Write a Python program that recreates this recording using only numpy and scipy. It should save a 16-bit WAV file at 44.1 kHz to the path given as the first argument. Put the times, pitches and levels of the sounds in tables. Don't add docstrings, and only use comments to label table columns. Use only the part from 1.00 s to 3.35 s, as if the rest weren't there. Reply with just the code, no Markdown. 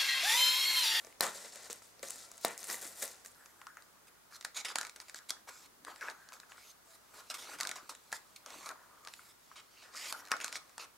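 import sys
import numpy as np
from scipy import signal
from scipy.fft import rfft, irfft, next_fast_len
from scipy.io import wavfile

SR = 44100
rng = np.random.default_rng(int(sys.argv[2]) if len(sys.argv) > 2 else 0)


def unload_wav(signal):
    wavfile.write(
        sys.argv[1],
        SR,
        np.round(np.clip(np.atleast_2d(signal).T, -1, 1) * 32767).astype(np.int16),
    )


def voltage_ratio(level):
    return 10 ** (np.asarray(level, float) / 20)


N = 103635

# frequency in Hz, level in dB, decay time T60 in s.
CASE_MODES = [(236, 3.5, 0.095), (388, -21, 0.17), (550, -6, 0.12), (669, -1, 0.065), (878, -27, 0.017),
              (952, -9.5, 0.077), (1177.4, -3, 0.17), (1319, 6, 0.023), (1700, -35, .03),
              (1780, 5.5, 0.022), (2071, 8, 0.021), (2238, 4.5, 0.02)]
# frequency in Hz, density in dB per Hz.
FILM_SPECTRUM = [(1290, -8.5), (2200, -10), (3170, -8), (3840, 0), (5670, -0.5), (7520, 2), (10800, -5),
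                 (15200, -13.5), (16000, -37)]


def rms_one(x):
    return x / np.sqrt(np.mean(x ** 2) + 1e-20)


def coloured(x, points):
    hz, db = np.transpose(points)
    f = np.maximum(np.fft.rfftfreq(N, 1 / SR), 5)
    octaves_outside = np.maximum(np.log2(hz[0] / f), 0) + np.maximum(np.log2(f / hz[-1]), 0)
    gain_db = np.interp(np.log(f), np.log(hz), db) - 18 * octaves_outside
    return irfft(rfft(x) * voltage_ratio(gain_db), N)


def drift(rate_hz):
    r = np.exp(-2 * np.pi * rate_hz / SR)
    noise = rng.standard_normal(N + SR)
    return rms_one(signal.lfilter([1], [1, -2 * r, r * r], noise)[SR:])


def ring(clicks, hz, t60):
    r, w = voltage_ratio(-60 / (t60 * SR)), 2 * np.pi * hz / SR
    return signal.lfilter([0, np.sin(w)], [1, -2 * r * np.cos(w), r * r], clicks + 1e-18)


def butter(order, hz, kind, x):
    return signal.sosfilt(signal.butter(order, hz, kind, fs=SR, output="sos"), x)


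def air():
    # frequency in Hz, density in dB per Hz.
    air_spectrum = [(25, -17), (70, -15.5), (200, -10.5), (600, -7.5), (2000, -12.5), (2800, -17),
                    (6500, -15), (16000, -23)]
    # frequency in Hz, rms level in dB.
    mains = [
        (50, -86.5),
        (100, -85),
    ]
    t = np.arange(N) / SR
    mid, side = coloured(rng.standard_normal((2, N)), air_spectrum)
    hum = sum(voltage_ratio(db) * np.sqrt(2) * np.sin(2 * np.pi * hz * t) for hz, db in mains)
    tone = rms_one(mid + 0.91 * side * np.array([[1], [-1]]))
    return voltage_ratio(-61.5) * tone + hum * np.array([[1.3], [0.7]])


def effort():
    # length in s, rustle at start in dB, rustle at end in dB, drag on the case in dB.
    pulls = [(0.12, -67.5, -70, 5), (0.032, -44, -35.5, -0.9), (0.035, -43, -44.5, -4),
             (0.068, -58.5, -48, -2), (.12, -51, -50.5, -5), (0.15, -54.5, -52, -3), (0.022, -44, -52, -6),
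             (0.043, -56, -58.5, -6), (.075, -58.5, -69, -25), (0.069, -48, -55.5, -3.5),
             (.15, -54, -53.5, -8), (0.145, -64.5, -60, -5.5), (0.046, -60, -42, -11.5),
             (.12, -48.5, -62, 6), (0.107, -55, -53, -4.5), (0.059, -47.5, -46, 0), (0.042, -54.5, -53, -3),
             (0.12, -49, -56.5, -2), (0.069, -58.5, -47.5, -6), (0.0042, -31, -42, -4),
             (0.083, -55, -55.5, -4), (0.1, -63, -71, 0), (0.081, -56.5, -74.5, -12)]
    starts = [0, .2055, .25, .289, .364, .52, .6985, .735, .82, 1.0275, 1.097, 1.26, 1.41, 1.448, 1.576,
              1.681, 1.757, 1.812, 1.951, 2.0225, 2.033, 2.128, 2.246]
    film_rise_s, drag_rise_s, fall_s, drag_fade_db_per_s = 0.0025, 0.013, 0.023, 38
    t = np.arange(N) / SR
    film_power, drag_power = np.zeros(N), np.zeros(N)
    for s, (length, start_db, end_db, drag_db) in zip(starts, pulls):
        under_way = s == 0
        slide = voltage_ratio(np.interp(t, [s, s + length], [start_db, end_db]))
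        power = (np.exp(-np.maximum(t - s - length, 0) / fall_s) * slide) ** 2
        film_rise = np.clip((t - s) / film_rise_s + under_way, 0, 1)
        drag_rise = np.clip((t - s) / drag_rise_s + under_way, 0, 1)
        fade_db = drag_fade_db_per_s * np.clip(t - s - drag_rise_s, 0, length)
        film_power += power * film_rise ** 2
        drag_power += power * voltage_ratio(2 * (drag_db - fade_db)) * drag_rise ** 2
    return np.sqrt(film_power), np.sqrt(drag_power)


def creases(low_hz, high_hz, clump_db):
    per_s, spread_db, cycles, smooth_share = 3500, 3.2, 18.0, 0.4
    sizes = voltage_ratio(spread_db * np.minimum(rng.exponential(1, N), 3.2)) * rng.choice([-1, 1], N)
    born = rng.random(N) < per_s * voltage_ratio(clump_db * drift(25)) / SR
    pitch = rng.integers(0, 14, N)
    rings = np.zeros(N)
    for k, hz in enumerate(np.geomspace(low_hz, high_hz, 14)):
        rings += ring(sizes * born * (pitch == k), hz, cycles / hz) * hz ** 1.2
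    friction = rng.standard_normal(N)
    return np.sqrt(1 - smooth_share) * rms_one(rings) + np.sqrt(smooth_share) * friction


def rustle(gain):
    # time in s, lift of the highest hiss in dB.
    tautness = [(0, 12.5), (.24, -3), (.3, -4), (.37, -1), (.48, -5), (.53, -7), (.71, -6), (.9, 3),
                (1.25, -4), (1.42, -3), (1.52, 0), (1.68, 6.5), (1.9, 8), (2.05, 8), (2.15, 1), (2.35, 12)]
    film = gain * rms_one(coloured(creases(2270, 15800, clump_db=4.5), FILM_SPECTRUM))
    hiss = signal.sosfiltfilt(signal.butter(2, 9300, "high", fs=SR, output="sos"), film)
    lift_db = np.interp(np.arange(N) / SR, *np.transpose(tautness))
    return film + (voltage_ratio(lift_db) - 1) * hiss


def loose_sheet(gain):
    return voltage_ratio(-8.5) * gain * rms_one(coloured(rng.standard_normal(N), FILM_SPECTRUM))


def drag(gain):
    # frequency in Hz, density in dB per Hz.
    scrape_spectrum = [(100, -24), (170, -12), (552, 4), (754, 0.5), (840, -3), (1790, -5), (3000, -14.5),
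                       (3900, -12.5), (6600, -50)]
    grit = gain * voltage_ratio(0.43 * drift(18.0)) * creases(915, 7270, clump_db=3.5)
    walls = np.zeros(N)
    for k, (hz, db, t60) in enumerate(CASE_MODES):
        walls += ring(grit, hz, t60) * voltage_ratio(db) * (-1) ** k / np.sqrt(t60)
    return np.std(grit) * (rms_one(coloured(grit, scrape_spectrum)) + voltage_ratio(-9) * rms_one(walls))


def room(x):
    t60_s, wall_cut_hz, wide_hz = 0.24, 2200, 624
    size = next_fast_len(N + SR)
    w = 2 * np.pi * np.fft.rfftfreq(size, 1 / SR)
    out = np.zeros((2, len(w)), complex)
    for k, lag in enumerate(rng.uniform(0.009, 0.04, 16)):
        absorption = 1 + 1j * w / (2 * np.pi * wall_cut_hz) * lag / 0.019
        loop = voltage_ratio(-60 * lag / t60_s) * np.exp(-1j * w * lag) / absorption
        out[k % 2] += loop / (1 - loop) * (-1) ** (k // 2)
    shared = out.mean(0)
    apart = 1 / (1 + (2 * np.pi * wide_hz / (w + 1)) ** 2)
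    return irfft((shared + apart * (out - shared)) * rfft(x, size), size)[:, :N]


def knocks():
    # time in s, peak in dB, strongest pitch in Hz, dead thud in dB.
    tugs = [(0.047, -53, 648, 6), (0.071, -50.5, 473, 7), (0.2074, -31.5, 1780, 12.5),
            (.449, -49.5, 582, -10), (0.559, -50.5, 556, -21), (0.6998, -42.5, 472, 7.5),
            (.995, -57, 526, -17), (1.0316, -37.5, 550, -29), (0.821, -56, 1330, 7), (1.158, -50, 231, -5),
            (1.317, -56.5, 1215, 3), (1.4483, -29.5, 702, 15.5), (1.6996, -37.5, 1887, -9),
            (1.7438, -42, 1910, -5), (1.852, -44.5, 340, -5), (2.0239, -49, 235, 15),
            (2.0277, -39.5, 1700, -2), (2.035, -44, 585, -31), (2.2489, -51, 1590, -46),
            (2.260, -52, 1880, -22)]
    chances = rng.standard_normal((len(tugs), len(CASE_MODES)))
    out = np.zeros(N + SR)
    tick = np.r_[1.0, np.zeros(SR // 4)]
    thud = ring(tick, 900, 0.0034)
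    for (s, db, own_hz, thud_db), chance in zip(tugs, chances):
        own_t60 = 0.051 * min(np.sqrt(550 / own_hz), own_hz / 550)
        sound = ring(tick, own_hz, own_t60) + voltage_ratio(thud_db) * thud
        for (hz, level_db, t60), c in zip(CASE_MODES, chance):
            sound = sound + voltage_ratio(-15.5 + level_db + 2 * c) * ring(tick, hz, t60)
        i = int(s * SR)
        out[i:i + len(tick)] += voltage_ratio(db) * sound
    out = out[:N]
    return butter(4, 250, "high", out) + voltage_ratio(-19) * out


def snaps():
    # time in s, peak in dB, pitch in Hz.
    early = [(0.0479, -38, 6300), (0.0688, -39, 6100), (0.1259, -45, 2600), (0.1979, -43, 7600),
             (0.2078, -9, 4100), (0.2088, -19, 6500), (0.2231, -27, 7000), (0.2278, -31, 4300),
             (0.2667, -27, 6800), (0.2766, -34, 8400), (0.3742, -36, 5400), (0.5578, -31, 8000),
             (0.6755, -43, 10200), (0.7008, -33, 7400), (0.7071, -30, 6300), (0.7102, -33, 6400),
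             (0.7148, -34, 8500), (0.7172, -36, 3700), (0.7292, -23, 7300), (0.7592, -42, 10900),
             (0.7833, -48, 6600), (0.8226, -45, 8200), (0.9941, -42, 4500), (1.0291, -30, 6800),
             (1.0323, -35, 3800), (1.0726, -36, 5200), (1.0769, -39, 7800), (1.0789, -38, 6700),
             (1.0815, -34, 7700), (1.0853, -30, 7400), (1.0976, -33, 7600), (1.1024, -33, 8100),
             (1.1057, -23, 7900), (1.1221, -39, 8200), (1.1452, -42, 7400), (1.1594, -34, 8100),
             (1.1824, -41, 7200), (1.2893, -43, 7800), (1.3163, -32, 7700), (1.3717, -40, 9400),
             (1.3797, -35, 7900), (1.412, -40, 11800), (1.449, -15, 4300), (1.4508, -24, 8500),
             (1.4549, -30, 8800), (1.4818, -26, 8400), (1.5085, -38, 9000), (1.5316, -39, 7900)]
    # time in s, peak in dB, pitch in Hz.
    late = [(1.5369, -40, 4900), (1.5777, -27, 7100), (1.589, -39, 7400), (1.5926, -34, 6400),
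            (1.604, -36, 9600), (1.6152, -38, 5600), (1.6203, -38, 5200), (1.6298, -31, 6000),
            (1.6417, -26, 8800), (1.6436, -34, 8300), (1.6471, -34, 8400), (1.6515, -33, 7400),
            (1.671, -31, 8300), (1.6777, -33, 10500), (1.6832, -33, 7700), (1.689, -33, 7400),
            (1.7005, -25, 5500), (1.7112, -28, 5600), (1.72, -31, 5300), (1.7298, -30, 11400),
            (1.7452, -28, 8200), (1.7538, -30, 7000), (1.782, -37, 10900), (1.8187, -34, 8300),
            (1.8268, -32, 7700), (1.829, -33, 8100), (1.847, -34, 5700), (1.8752, -33, 6900),
            (2.023, -26, 11000), (2.0272, -20, 7100), (2.0389, -32, 7200), (2.0516, -33, 10400),
            (2.0565, -29, 9200), (2.0665, -37, 12100), (2.0779, -33, 7100), (2.088, -37, 7200),
            (2.0975, -40, 7500), (2.1158, -43, 7900), (2.1449, -44, 7600), (2.1558, -46, 5300),
            (2.1831, -50, 5200), (2.1985, -50, 6400), (2.2167, -49, 5700), (2.2484, -38, 5200),
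            (2.2605, -31, 7100), (2.281, -44, 7500), (2.3174, -45, 7900), (2.3475, -49, 5000)]
    rise_s, lag_s, t60_s, width = 0.0001, 0.0002, 0.006, 0.5
    rows, t = list(early) + list(late), np.arange(1024) / SR
    out = np.zeros((2, N + 2048))
    for s, db, hz in rows:
        decay = voltage_ratio(-60 * t / (t60_s * voltage_ratio(0.12 * (db + 29))))
        burst = rng.standard_normal(len(t)) * np.minimum(t / rise_s, 1) * decay
        burst[3] = 2.5 * np.sign(burst[3])
        band = [hz * (1 - width / 2), min(hz * (1 + width / 2), 19000)]
        pitched = rms_one(butter(2, band, "band", burst))
        broad = voltage_ratio(-1 + 0.3 * (db + 35.5)) * rms_one(burst)
        burst = butter(2, [1900, 14500], "band", pitched + broad)
        i = int(s * SR) - np.abs(burst[:20]).argmax() + int(lag_s * SR)
        pan_db = 2 * rng.standard_normal() * np.array([[0.5], [-0.5]])
        out[:, i:i + len(t)] += voltage_ratio(db - 2 + pan_db) * burst / np.abs(burst).max()
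    return signal.lfilter(*signal.iirnotch(3250, 10, fs=SR), out[:, :N])


def rip():
    start_s, swell_s, centre_hz, width_hz = 0.2085, 0.023, 1096, 730
    u = np.maximum(np.arange(N) / SR - start_s, 0) / swell_s
    band = [centre_hz - width_hz / 2, centre_hz + width_hz / 2]
    grit = rms_one(butter(2, band, "band", rng.standard_normal(N)))
    return voltage_ratio(-39) * u * np.exp(1 - u) * grit


def squeak():
    # time in s, frequency of the octave in Hz, level in dB.
    slips = [
        (1.15, 1338, -94),
        (1.19, 1336, -66),
        (1.22, 1335, -83),
        (1.25, 1336, -70),
        (1.28, 1388, -71),
        (1.31, 1333, -82),
        (1.37, 1362, -73),
        (1.42, 1403, -71),
        (1.45, 1400, -84),
    ]
    s, hz, db = np.transpose(slips)
    t = np.arange(N) / SR
    wobble = 1 + 0.0121 * drift(32.5)
    phase = np.cumsum(np.pi * np.interp(t, s, hz) * wobble) / SR
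    gain = voltage_ratio(np.interp(t, s, db, left=-150, right=-150) + 3.5 * drift(40))
    return np.sqrt(2) * gain * (np.sin(2 * phase) + voltage_ratio(-5) * np.sin(phase))


def scene():
    film_gain, drag_gain = effort()
    film_gain = film_gain * voltage_ratio(0.17 * drift(45))
    cracks = snaps()
    near = rustle(film_gain) + drag(drag_gain) + cracks.mean(0) + knocks() + squeak() + rip()
    hand_leaves = np.clip((np.arange(N) / SR - 2.15) / 0.2, 0, 1)
    lean_db = 1.6 - 4 * hand_leaves
    near_treble, loose_treble = butter(2, 7000, "high", [near, loose_sheet(film_gain)])
    side = voltage_ratio(-27) * np.r_[np.zeros(23), near[:-23]]
    side = side + voltage_ratio(-11.5) * np.r_[np.zeros(61), near_treble[:-61]]
    side = side + loose_treble + (cracks[0] - cracks[1]) / 2
    direct = near * voltage_ratio(np.array([lean_db, -lean_db]) / 2) + side * np.array([[1], [-1]])
    return direct + voltage_ratio(-11.5) * room(near) + air()


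def low_pass(x):
    return signal.sosfilt(signal.butter(12, 16990, fs=SR, output="sos"), x)


def record(dry):
    shelf = np.where(np.fft.rfftfreq(N, 1 / SR) > 15780, voltage_ratio(-30), 1)
    return low_pass(irfft(rfft(dry) * shelf, N))


dry = scene()
out = record(dry)
unload_wav(out)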